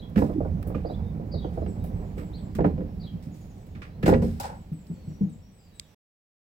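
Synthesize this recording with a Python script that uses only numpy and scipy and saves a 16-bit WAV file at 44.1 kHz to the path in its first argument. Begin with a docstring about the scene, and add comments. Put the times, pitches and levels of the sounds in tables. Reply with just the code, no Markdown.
"""A narrow-gauge wagon rolls slowly to rest in a village yard, heard from on board.
Its couplings snatch and knock through frame and body while the wheels rumble and grind on the rails.
Buffers bump, boards tap, loose fittings click and rattle, a latch clacks and a dry bearing groans.
Behind it a sparrow chirps and small birds whistle thinly over a soft hush; the buildings answer."""
import sys
import numpy as np
from scipy import signal
from scipy.fft import rfft, irfft, next_fast_len
from scipy.io import wavfile
from scipy.ndimage import map_coordinates

SR = 44100
rng = np.random.default_rng(int(sys.argv[2]) if len(sys.argv) > 2 else 0)


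def generate_wav(signal):
    """Clip the signal to [-1, 1] and save it as 16-bit WAV at the path in sys.argv[1]."""
    frames = np.transpose(np.atleast_2d(signal))
    scaled = np.clip(frames, -1, 1) * 32767
    pcm = np.round(scaled).astype(np.int16)
    wavfile.write(sys.argv[1], SR, pcm)


N = 289719
END_S = 5.948  # the sound cuts off here


def amp(db):
    """Decibels to gain."""
    return 10 ** (np.asarray(db) / 20)


def along(points, hz):
    """Read a curve of (f/Hz, value) points on a log frequency axis."""
    freqs, values = np.transpose(points)
    return np.interp(np.log(hz + 1), np.log(freqs + 1), values)


def clock():
    """The time of each sample, in seconds."""
    return np.arange(N) / SR


def wobble(rate):
    """A smooth random curve with `rate` knots a second."""
    return map_coordinates(rng.standard_normal(int(N * rate / SR) + 4), [clock() * rate])


def bin_hz():
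    """The frequencies of the padded FFT."""
    return np.fft.rfftfreq(2 * next_fast_len((N + SR) // 2), 1 / SR)


def filtered(x, response):
    """Play x through a frequency response."""
    return irfft(rfft(x, 2 * (len(bin_hz()) - 1)) * response)[..., :N]


def body(spectrum, peaks=1):
    """A resonating body: a broad EQ curve times its peaks, as a minimum-phase filter of unit power."""
    gain = amp(along(spectrum, bin_hz())) * peaks
    gain /= np.sqrt(np.mean(gain ** 2) + 1e-20)
    cepstrum = irfft(np.log(np.maximum(gain, 1e-6)))
    half = len(cepstrum) // 2
    cepstrum[1:half] *= 2
    cepstrum[half + 1:] = 0
    return np.exp(rfft(cepstrum))


def resonances(modes, lift_db):
    """Bell-shaped peaks standing on a flat gain of 1."""
    hz = bin_hz()
    return 1 + sum(amp(lift_db + db) / (1 + (2 * (hz - f) / width) ** 2) for f, width, db in modes)


def blows(hits, rise_s):
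    """The envelope of (t/s, level/dB, t60/s) hits; their powers add."""
    power, t = np.zeros(N + SR), np.arange(SR) / SR
    for start, db, t60 in hits:
        power[round(start * SR):][:SR] += (amp(db - 60 * t / t60) * (1 - np.exp(-t / rise_s))) ** 2
    return np.sqrt(power[:N])


# Stereo image, nearly mono in the bass: f/Hz, left-right correlation
CORRELATION = [(60, 1), (160, 0.98), (350, 0.8), (600, 0.9), (1000, 0.64), (3000, 0.0544), (12000, 0.2)]
def stereo_angle(hz):
    """How far apart the two sides are at a frequency, in radians."""
    return np.arccos(np.clip(along(CORRELATION, hz), -1, 1))


def shaken(envelope, response):
    """A random force follows the envelope and shakes a body into stereo noise."""
    turn = stereo_angle(bin_hz()) / 2
    pushes = np.sign(rng.standard_normal((2, N)))
    mid, side = filtered(envelope * pushes, response * np.array([np.cos(turn), np.sin(turn)]))
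    return np.array([mid + side, mid - side])


def struck(hits, modes, rise_s, detune):
    """Each (t/s, level/dB, pitch factor) hit rings the modes with fresh tuning, strength and width."""
    out, t = np.zeros((2, N + SR)), np.arange(SR // 2) / SR
    for start, db, pitch in hits:
        scatter = rng.standard_normal((len(modes), 3))
        for (f, mode_db, t60), (mistune, width, stray_db) in zip(modes, scatter):
            hz = f * pitch * (1 + detune * mistune)
            apart = width * stereo_angle(hz) * np.array([[.5], [-.5]])
            phase = 2 * np.pi * (hz * t + rng.random()) + apart
            envelope = amp(db + mode_db + stray_db - 60 * t / t60) * (1 - np.exp(-t / rise_s))
            out[:, round(start * SR):][:, :len(t)] += envelope * np.sin(phase)
    return out[:, :N]


# Tone of the ambient bed: f/Hz, level/dB
AIR_EQ = [(180, -40), (300, -12.5), (502, -13.5), (573, -13), (1310, -21), (2350, -20), (5740, -26.5),
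          (6350, -30.5), (7740, -30.5), (9140, -36), (15800, -27.5)]
def air():
    """The hush of the valley: gently drifting noise, a little to the right."""
    return shaken(amp(-65 + .89 * wobble(3.316)), body(AIR_EQ)) * amp([[-2.5], [2.5]])


# Reverb time of the yard: f/Hz, t60/s
YARD_DECAY = [(200, 0.84), (1000, 0.2), (4000, 0.51), (12000, 0.73)]
def yard(x):
    """Walls scatter the sound into a tail; each frequency dies at its own speed."""
    hz, t, noise = signal.stft(rng.standard_normal((2, SR)), SR, nperseg=256)
    tail = signal.istft(noise * amp(-60 * t / along(YARD_DECAY, hz)[:, None]), SR, nperseg=256)[1]
    tail = np.pad(tail / np.linalg.norm(tail[0]), ((0, 0), (SR // 80, 0)))  # 12.5 ms pre-delay
    return signal.fftconvolve(np.atleast_2d(x), tail, axes=1)[:, :N]


def wall_echoes(x, count=6):
    """Early reflections off the nearest houses, different on each side."""
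    delays_s = rng.uniform(.004, .055, (2, count))
    sides = [sum(np.pad(x, (round(delay * SR), 0))[:N] for delay in side) for side in delays_s]
    return np.array(sides) / np.sqrt(count)


def far_notes(count=36):
    """Random note cues for birds across the valley; the low notes are the louder."""
    notes, range_hz = [], (3400, 7400)
    for when, length, height, bend in rng.random((count, 4)):
        length_s = np.interp(length, [0, 1], (.03, .1))
        start_hz, late_hz = np.interp([height, height + (bend - .7) / 4], [0, 1], range_hz)
        notes.append((END_S * when, length_s, start_hz, late_hz, -70 - 4 * height))
    return notes


# Thin falling whistles: t/s, length/s, level/dB
WHISTLE_CUES = [(1.672, 0.048, -59), (1.932, 0.14, -68), (2.155, 0.14, -64), (2.366, 0.11, -64),
                (3.553, 0.14, -69), (4.53, 0.1, -65.5), (4.732, 0.098, -61), (4.868, 0.095, -60),
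                (5.04, 0.072, -64), (5.293, 0.049, -59.5), (5.334, 0.06, -66.5), (5.518, 0.14, -65.5),
                (5.739, 0.075, -61)]
# A far bird's slow song: t/s, length/s, start f/Hz, f/Hz before the last flick, level/dB
SONG_NOTES = [(1.026, 0.085, 3750, 3560, -64), (4.923, .16, 4450, 4260, -67), (5.053, 0.2, 5760, 5850, -67),
              (5.417, 0.085, 5600, 5800, -65), (5.582, 0.11, 5020, 4460, -65.5),
              (5.715, 0.13, 3890, 3730, -65), (5.828, 0.036, 3450, 3220, -64),
              (5.87, 0.068, 5775, 5720, -69)]
def small_birds():
    """Thin, raspy notes that glide and end in a flick, mostly down: whistles, a twitter, a slow song."""
    whistles = [(start, length, 8130, 7200, db) for start, length, db in WHISTLE_CUES]
    twitter = [(3.316 + k * .087, .04, 7200, 5700, -63.5) for k in range(4)]  # a run of quick falls
    rasp = 1 + .014 * wobble(700) + .006 * wobble(60)
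    flutter_db = 2.5 * wobble(80)
    out = np.zeros(N)
    for start, length, start_hz, late_hz, db in [*whistles, *twitter, *SONG_NOTES, *far_notes()]:
        progress = (clock() - start) / length
        on = (progress > 0) & (progress < 1)
        glide = .65 * progress[on] + .9 * progress[on] ** 8
        hz = (start_hz + (late_hz - start_hz) * glide) * rasp[on]
        envelope = amp(db + .5 + flutter_db[on]) * np.cbrt(np.sin(np.pi * progress[on]))
        out[on] += envelope * np.sin(2 * np.pi * np.cumsum(hz) / SR)
    return out


# Sparrow chirps: t/s, level/dB, first f/Hz, syllable length/s, fade per syllable/dB,
# place of the pitch crest in the syllable (0-1)
CHIRP_CUES = [(-0.05, -43, 4680, 0.033, 1.5, 0.54), (0.849, -49, 4740, 0.038, 1, 0.66),
              (1.31, -42.5, 4665, 0.052, 4, 0.31), (2.327, -47, 4355, .046, 11, 0.71),
              (2.995, -47, 4634, 0.034, 0, 0.44)]
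def sparrow(syllables=3, pitch_step=.855):
    """A chirp is a run of rough, arched syllables, each lower and a little flatter than the last."""
    rasp = 1 + .025 * wobble(700) + .014 * wobble(140)
    stress_db = 2 * wobble(90)
    out = np.zeros(N)
    for start, db, first_hz, length, fade_db, crest in CHIRP_CUES:
        for k in range(syllables):
            progress = (clock() - start) / length - k
            on = (progress > 0) & (progress < 1)
            arch = 1 - .52 * .95 ** k * (progress[on] - crest) ** 2
            hz = first_hz * pitch_step ** k * arch * rasp[on]
            envelope = amp(db - k * fade_db + stress_db[on]) * np.sin(np.pi * progress[on])
            out[on] += envelope * np.sin(2 * np.pi * np.cumsum(hz) / SR)
    return out


# Pitch and level curve of the groan: t/s, f/Hz, level/dB
GROAN_CURVE = [(0.339, 268.2, -40), (0.365, 313, -20.5), (0.374, 308, -34), (0.386, 296, -17),
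               (0.42, 250, -47.5)]
def bearing_groan():
    """A dry bearing sticks and slips as the load comes on: a short, rough low note."""
    times, pitch, db = np.transpose(GROAN_CURVE)
    t = clock()
    hz = np.interp(t, times, pitch) * (1 + .048 * wobble(180))
    envelope = amp(np.interp(t, times, db)) * (t > times[0]) * (t < times[-1])
    return envelope * np.sin(2 * np.pi * np.cumsum(hz) / SR)


# The latch shuts and bounces: t/s, level/dB
LATCH_HITS = [(0.747, -32), (0.781, -48.5)]
# Ring of the latch: f/Hz, level/dB, t60/s
LATCH_MODES = [(1203, 1.5, 0.043), (1310, -8, .05), (2080, -15, 0.073), (2450, -17, 0.097),
               (2830, -19, .08)]
def latch():
    """A hard steel contact with a short, clear ring."""
    return struck([(t, db, 1) for t, db in LATCH_HITS], LATCH_MODES, rise_s=.00072, detune=.003)


# Ring of the coupling links: f/Hz, level/dB, t60/s
LINK_MODES = [(1255, -4, .16), (1390, -7, .2), (1664, -3.5, .2), (1694, 1, 0.24), (1770, -2.5, .2),
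              (1940, -6.5, .22), (2240, -2.5, 0.13), (2720, -7, .16)]
def links(hits):
    """Each (t/s, level/dB) snatch sets the steel links ringing."""
    return struck([(t, db, 1) for t, db in hits], LINK_MODES, rise_s=.001, detune=.004)


# Clicks of loose fittings: t/s, level/dB, relative low ring/dB, relative top fizz/dB, t60/s
CLICK_HITS = [(0.096, -67.5, 2, 9.5, 0.043), (0.158, -59.5, 17, -3.5, 0.15), (0.172, -50, -1.5, 0, 0.43),
              (0.627, -53.5, 8, 7.5, 0.029), (0.671, -66.5, 6, 20, .15), (0.748, -68.5, 16, -13, 0.36),
              (1.53, -68, 3, -2.5, 1), (1.839, -64.5, 5, 13.5, 0.24), (2.179, -62, 12.5, 3.5, 0.33),
              (2.55, -50.5, 3.5, -1, 0.13), (2.657, -63.5, 14.5, 0, 0.2), (3.225, -61, -4, -3.5, 0.31),
              (3.342, -66.5, -14, 1, 1), (3.664, -67, -7.5, 7, .1), (3.75, -71, 19, -13, 0.22),
              (3.818, -63, 20, -16.5, 0.25), (4.027, -55.5, 13.5, 1.5, 0.22), (4.058, -38, 5, -7.5, 0.28),
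              (4.08, -38.5, -10, 1.5, 0.11), (4.218, -54, 0, -3.5, 0.87), (4.399, -38, -18, -1, 0.14),
              (4.432, -44.5, -2, -27, 0.3), (4.725, -70.5, 10, 10, 0.092), (4.868, -60, -8.5, 0, .04),
              (5.797, -21.5, -28, -32.5, 0.0084)]
# A steel part slips and rings on: t/s, level/dB
SLIP_HITS = [(4.396, -33), (4.438, -33), (4.489, -39)]
# Resonances of pins and catches: f/Hz, width/Hz, peak/dB
PIN_PEAKS = [(2220, 240, -3.5), (3900, 620, -7), (5240, 420, 6), (8140, 350, -3)]
# Four colours of steel, from dark to bright: f/Hz, level/dB
CLANG_EQ = [(300, -24), (520, -3.5), (650, -6), (800, 3), (980, -3.5), (1200, -18), (1430, -12),
            (2300, -27), (5000, -55), (9000, -74.5)]
RATTLE_EQ = [(500, -35.5), (1200, 3.5), (1700, 1), (2400, -2), (3300, -10), (5200, -18.5), (8000, -30.5),
             (15000, -56.5)]
TICK_EQ = [(800, -31), (2500, -4.5), (4800, -1.5), (6500, -5.5), (8000, -0.5), (10000, -12), (12500, -14.5),
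           (15500, -19)]
FIZZ_EQ = [(5000, -28.5), (9000, -11.5), (12500, -5), (15500, -6)]
def fittings():
    """Small steel parts click, and tremble faintly with the roll; one slips and rings on."""
    chatter = amp(1.2 * wobble(260))
    tick = blows([(t, db, t60) for t, db, low, top, t60 in CLICK_HITS], rise_s=.00038)
    ring = blows([(t, db + low, t60) for t, db, low, top, t60 in CLICK_HITS], rise_s=.00055)
    fizz = blows([(t, db + top, t60) for t, db, low, top, t60 in CLICK_HITS], rise_s=.0008)
    clang = blows([(t, db, .34) for t, db in SLIP_HITS], rise_s=.0032)
    tremble = amp(roll_db() - 41 + 2 * wobble(22))
    pins = body(TICK_EQ, resonances(PIN_PEAKS, lift_db=-8))
    bright = shaken(np.hypot(tick, tremble) * chatter, pins)
    bright += shaken(np.hypot(fizz, tremble) * chatter, body(FIZZ_EQ))
    chain = links([(t, db + low - 19.5) for t, db, low, *_ in CLICK_HITS])
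    return bright + chain + shaken(ring * chatter, body(RATTLE_EQ)) + shaken(clang, body(CLANG_EQ))


# Taps of loose boards: t/s, level/dB, f/Hz
BOARD_HITS = [(0.22, -22.5, 742), (0.294, -27.5, 512), (0.404, -25, 561), (0.45, -28, 633),
              (0.665, -33.5, 457), (0.7, -32.5, 422), (0.847, -27, 564), (0.898, -29.5, 612),
              (1.196, -36.5, 429), (1.339, -31.5, 537), (1.444, -27, 617), (1.574, -26.5, 617),
              (1.617, -31.5, 549), (1.843, -38.5, 603)]
# Ring of a board: multiple of its pitch, level/dB, t60/s
BOARD_MODES = [(0.619, -5.5, 0.12), (.83, -5, 0.23), (1.002, -2, 0.13), (1.23, -2, 0.071),
               (1.47, -16, 0.12), (2.3, -15.5, 0.044)]
def boards():
    """A board taps the frame: a short wooden note over a brief scuff on steel."""
    note = struck(BOARD_HITS, BOARD_MODES, rise_s=.00098, detune=.026)
    scuff = blows([(t, db - 2, .14) for t, db, hz in BOARD_HITS], rise_s=.0015)
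    return amp(-3) * note + shaken(scuff, body(CLANK_EQ, resonances(DRAW_GEAR_PEAKS, lift_db=-1.5)))


# Low ring of the wagon frame: f/Hz, level/dB, t60/s before damping
FRAME_MODES = [(100.54, -14, 0.75), (155.8, -1.5, 0.34), (181.8, 0.5, 0.25), (232.7, -10.5, 0.39),
               (296.2, -8, 0.299)]
def frame(hits, damping, rise_s):
    """Each (t/s, level/dB) blow rings the frame's modes with fresh strength and tuning."""
    out, t = np.zeros(N + SR), np.arange(SR) / SR
    for start, db in hits:
        attack = amp(db) * (1 - np.exp(-t / rise_s))
        for hz, mode_db, t60 in FRAME_MODES:
            decay = amp(mode_db + rng.normal(0, 4.2) - 60 * damping * t / t60)
            tone = np.sin(2 * np.pi * hz * rng.normal(1, .025) * t)
            out[round(start * SR):][:SR] += attack * decay * tone
    return out[:N]


# Soft bumps of the frame: t/s, level/dB, f/Hz
BUMP_HITS = [(0.164, -11, 196.4), (0.232, -16.5, 215.7), (2.551, -23, 199), (3.136, -27.5, 175.4),
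             (3.264, -25.5, 172.7), (3.755, -31.5, 159), (4.032, -11, 189), (4.12, -15.5, 236.5),
             (4.22, -15, 178.4), (4.716, -26.5, 164), (4.896, -25.5, 176), (5.073, -25.5, 153.6),
             (5.207, -14, 196.6)]
# Ring of the sprung buffer: multiple of its pitch, level/dB, t60/s
BUFFER_MODES = [(.5, -16, 0.31), (0.998, -0.5, 0.15), (2.3, -26.5, 0.17)]
def buffers(rebound_s=.036, rebound_db=-9.5):
    """The slack takes up softly and rebounds once: the buffer gives a low note and the frame answers."""
    contacts = [hit for t, db, hz in BUMP_HITS for hit in ((t, db), (t + rebound_s, db + rebound_db))]
    note = struck([(t, db + 5, hz) for t, db, hz in BUMP_HITS], BUFFER_MODES, rise_s=.013, detune=.015)
    return note + thuds(contacts) + frame([(t, db - 8) for t, db in contacts], damping=1.1, rise_s=.008)


# Tone of a thud: f/Hz, level/dB
THUD_EQ = [(20, -43.5), (70, -16.5), (150, 1), (195, 4), (245, -6.5), (300, -12), (420, -23), (900, -38),
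           (3000, -100)]
def thuds(hits):
    """Each (t/s, level/dB) contact gives a dull burst of low noise."""
    return shaken(blows([(t, db - 7.5, .2) for t, db in hits], rise_s=.00088), body(THUD_EQ))


# How hard the wagon rolls, one list before and one after the big knock: t/s, level/dB
ROLL_CURVES = [
    [(0.0, -44), (0.47, -36), (2.0, -36.5), (2.93, -42), (3.69, -46.5), (4.0, -44)],
    [(4.56, -52.5), (5.246, -48), (5.46, -56), (5.788, -59), (5.88, -61.5)],
]
def roll_db():
    """The level of the roll at each sample, sinking as the wagon comes to rest."""
    return np.interp(clock(), *np.vstack(ROLL_CURVES).T)


# Tone of the treads' rumble and of the grinding on the rail: f/Hz, level/dB
RUMBLE_EQ = [(11, -33), (18, -13), (59, 0.5), (91, 1), (130, -6), (171, 0), (220, -7), (258, -12.5),
             (302, -19), (331, -23), (420, -21), (550, -47.5), (920, -120)]
GRIND_EQ = [(160, -31.5), (280, -6.5), (307, -1.5), (333, -10), (408, -5.5), (639, -11.5), (739, -10),
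            (1300, -24.5), (2500, -34), (3250, -74), (5500, -120)]
def wheels(full_roll_db=-38):
    """Rough treads shake the wagon; rust and grit grind in spurts. Knocks and taps stir up both."""
    jolts = [*KNOCK_HITS, *BOARD_HITS]
    sway = blows([(t, db - 12.5, 1.08) for t, db, *_ in jolts], rise_s=.036)
    shudder = blows([(t, db - 24.5, .6) for t, db, *_ in jolts], rise_s=.021)
    grind_db = full_roll_db - 11.5 + .87 * (roll_db() - full_roll_db)  # fades slower than the rumble
    rumble = np.hypot(amp(roll_db() + 4), sway) * amp(1.7 * wobble(11))
    grind = np.hypot(amp(grind_db), shudder) * amp(1.8 * wobble(35))
    steel = resonances(DRAW_GEAR_PEAKS, lift_db=-10)
    return shaken(rumble, body(RUMBLE_EQ)) + shaken(grind, body(GRIND_EQ, steel))


# Couplings and buffers strike: t/s, level/dB, relative rattle/dB, relative hollow ring/dB
KNOCK_HITS = [(0.158, -29, -7, -14.5), (0.176, -22.5, -9.5, -6), (0.219, -20, -26, -23),
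              (0.746, -29.5, -17, -7), (1.661, -31.5, -14.5, -9), (2.169, -38, -19, -2),
              (2.586, -17.5, -30, -14), (2.604, -24.5, -17, -9.5), (2.643, -14, -25, -22),
              (2.777, -34.5, -17, -1), (2.804, -33, -20, -5.5), (4.03, -29, -2.5, -6.5),
              (4.062, -17, -11, -8.5), (4.079, -13, -17, -9), (4.088, -14.5, -18.5, -5),
              (4.121, -15.5, -26, -1), (4.136, -19.5, -8, -9.5), (4.221, -26.5, -19, 0.5)]
# Resonances of the steel draw gear: f/Hz, width/Hz, peak/dB
DRAW_GEAR_PEAKS = [(297, 56, 4.5), (476.3, 32, 4.5), (525.4, 15, 7), (585.6, 16, 4.5), (677, 24, -2.5),
                   (783, 53, -5), (1005, 9.3, 6), (1274, 25, -0.5), (1440, 29, -4), (1932, 55, 4),
                   (2260, 19, 0)]
# Ring of the hollow wagon body: f/Hz, level/dB, t60/s
SHELL_MODES = [(227.8, 1, 0.53), (294.9, -3, 0.53), (395.5, -3.5, .26), (419, -4.5, 0.3), (492.7, 3, .2),
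               (521.5, 2.5, 0.22), (650, -12, 0.26), (730, -13, 0.18), (828, -11.5, 0.21),
               (982, -11.5, 0.14)]
# Tone of a knock's low boom and of its midrange clank: f/Hz, level/dB
BOOM_EQ = [(20, -16.5), (45, -2.5), (75, -4), (120, -13.5), (180, 2), (240, -5.5), (320, -7.5), (450, -8.5),
           (900, -69.5), (3000, -100)]
CLANK_EQ = [(150, -21.5), (300, 2), (480, 0.5), (660, 0), (980, -17.5), (1200, -15.5), (2500, -54),
            (6000, -59)]
def couplings():
    """A knock booms in the wagon, rings its hollow body, clanks the draw gear and cracks the links."""
    booms = [(t, .63 * db - 10) for t, db, *_ in KNOCK_HITS]
    boom = blows([(t, db + 4, .2) for t, db in booms], rise_s=.0069)
    # a firm first contact, then the parts chatter against each other
    contact = blows([(t, db, .035) for t, db, *_ in KNOCK_HITS], rise_s=.001)
    clank = contact + blows([(t, db - 7.5, .14) for t, db, *_ in KNOCK_HITS], rise_s=.022)
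    crack = blows([(t, db + rattle - 2.5, .08) for t, db, rattle, _ in KNOCK_HITS], rise_s=.001)
    chain = links([(t, db + rattle - 15) for t, db, rattle, _ in KNOCK_HITS])
    # the steel rings out more than in proportion when the blow is hard
    clang = blows([(t, 1.715 * db + 4, .11) for t, db, *_ in KNOCK_HITS], rise_s=.00078)
    ring = frame([(t, db - 8.5) for t, db in booms], damping=1.4, rise_s=.001)
    shell_hits = [(t, db + hollow - 3, 1) for t, db, _, hollow in KNOCK_HITS]
    shell = struck(shell_hits, SHELL_MODES, rise_s=.0056, detune=.0053)
    steel = resonances(DRAW_GEAR_PEAKS, lift_db=-.5)
    metal = shaken(clank, body(CLANK_EQ, steel))
    metal += shaken(crack, body(RATTLE_EQ, steel))
    metal += shaken(clang, body(CLANG_EQ, steel))
    return ring + shell + chain + shaken(boom, body(BOOM_EQ)) + metal


# Pan curve of the wagon: t/s, left minus right/dB
WAGON_PAN = [(0.2, -6.5), (3.69, -4), (5.42, 0), (5.9, -6)]
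def panned(x, lag_s=.00031):
    """The wagon's noise sits to the right: it reaches the left side later and weaker."""
    times, pan_db = np.transpose(WAGON_PAN)
    half = np.array([[.5], [-.5]])
    delayed = filtered(x, np.exp(-2j * np.pi * bin_hz() * lag_s * half))
    return delayed * amp(half * np.interp(clock(), times, pan_db))


def scene():
    """The wagon close by, a sparrow in the yard, small birds farther off, and the hush of the valley."""
    clatter = couplings() + boards() + latch() + buffers() + fittings() + bearing_groan()
    near, far = sparrow(), small_birds()
    birds = amp(-4.5) * near + amp(-6) * far
    bird_echoes = amp(-8) * wall_echoes(near + far) + yard(amp(-10.5) * near + amp(-9) * far)
    background = birds + bird_echoes + air()
    return background + panned(wheels() + clatter) + amp(-26) * yard(clatter)


# Stereo tilt of the mix: f/Hz, left minus right/dB
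STEREO_TILT = [(60, 0), (200, 2), (600, 0), (1300, 3), (2400, -1), (4400, 1.5), (8000, 6.5), (15000, 6)]
def record(dry, top_hz=15980):
    """The master: an abrupt ending, a brighter left side and a steep high cut."""
    hz = bin_hz()
    tilt_db = along(STEREO_TILT, hz) / 2
    gate = np.clip((END_S - clock()) / .004, 0, 1)
    high_cut = amp(-120 * np.clip((hz - top_hz) / 300, 0, 1))
    return filtered(dry * gate, amp([tilt_db, -tilt_db]) * high_cut)


dry = scene()
out = record(dry)
generate_wav(out)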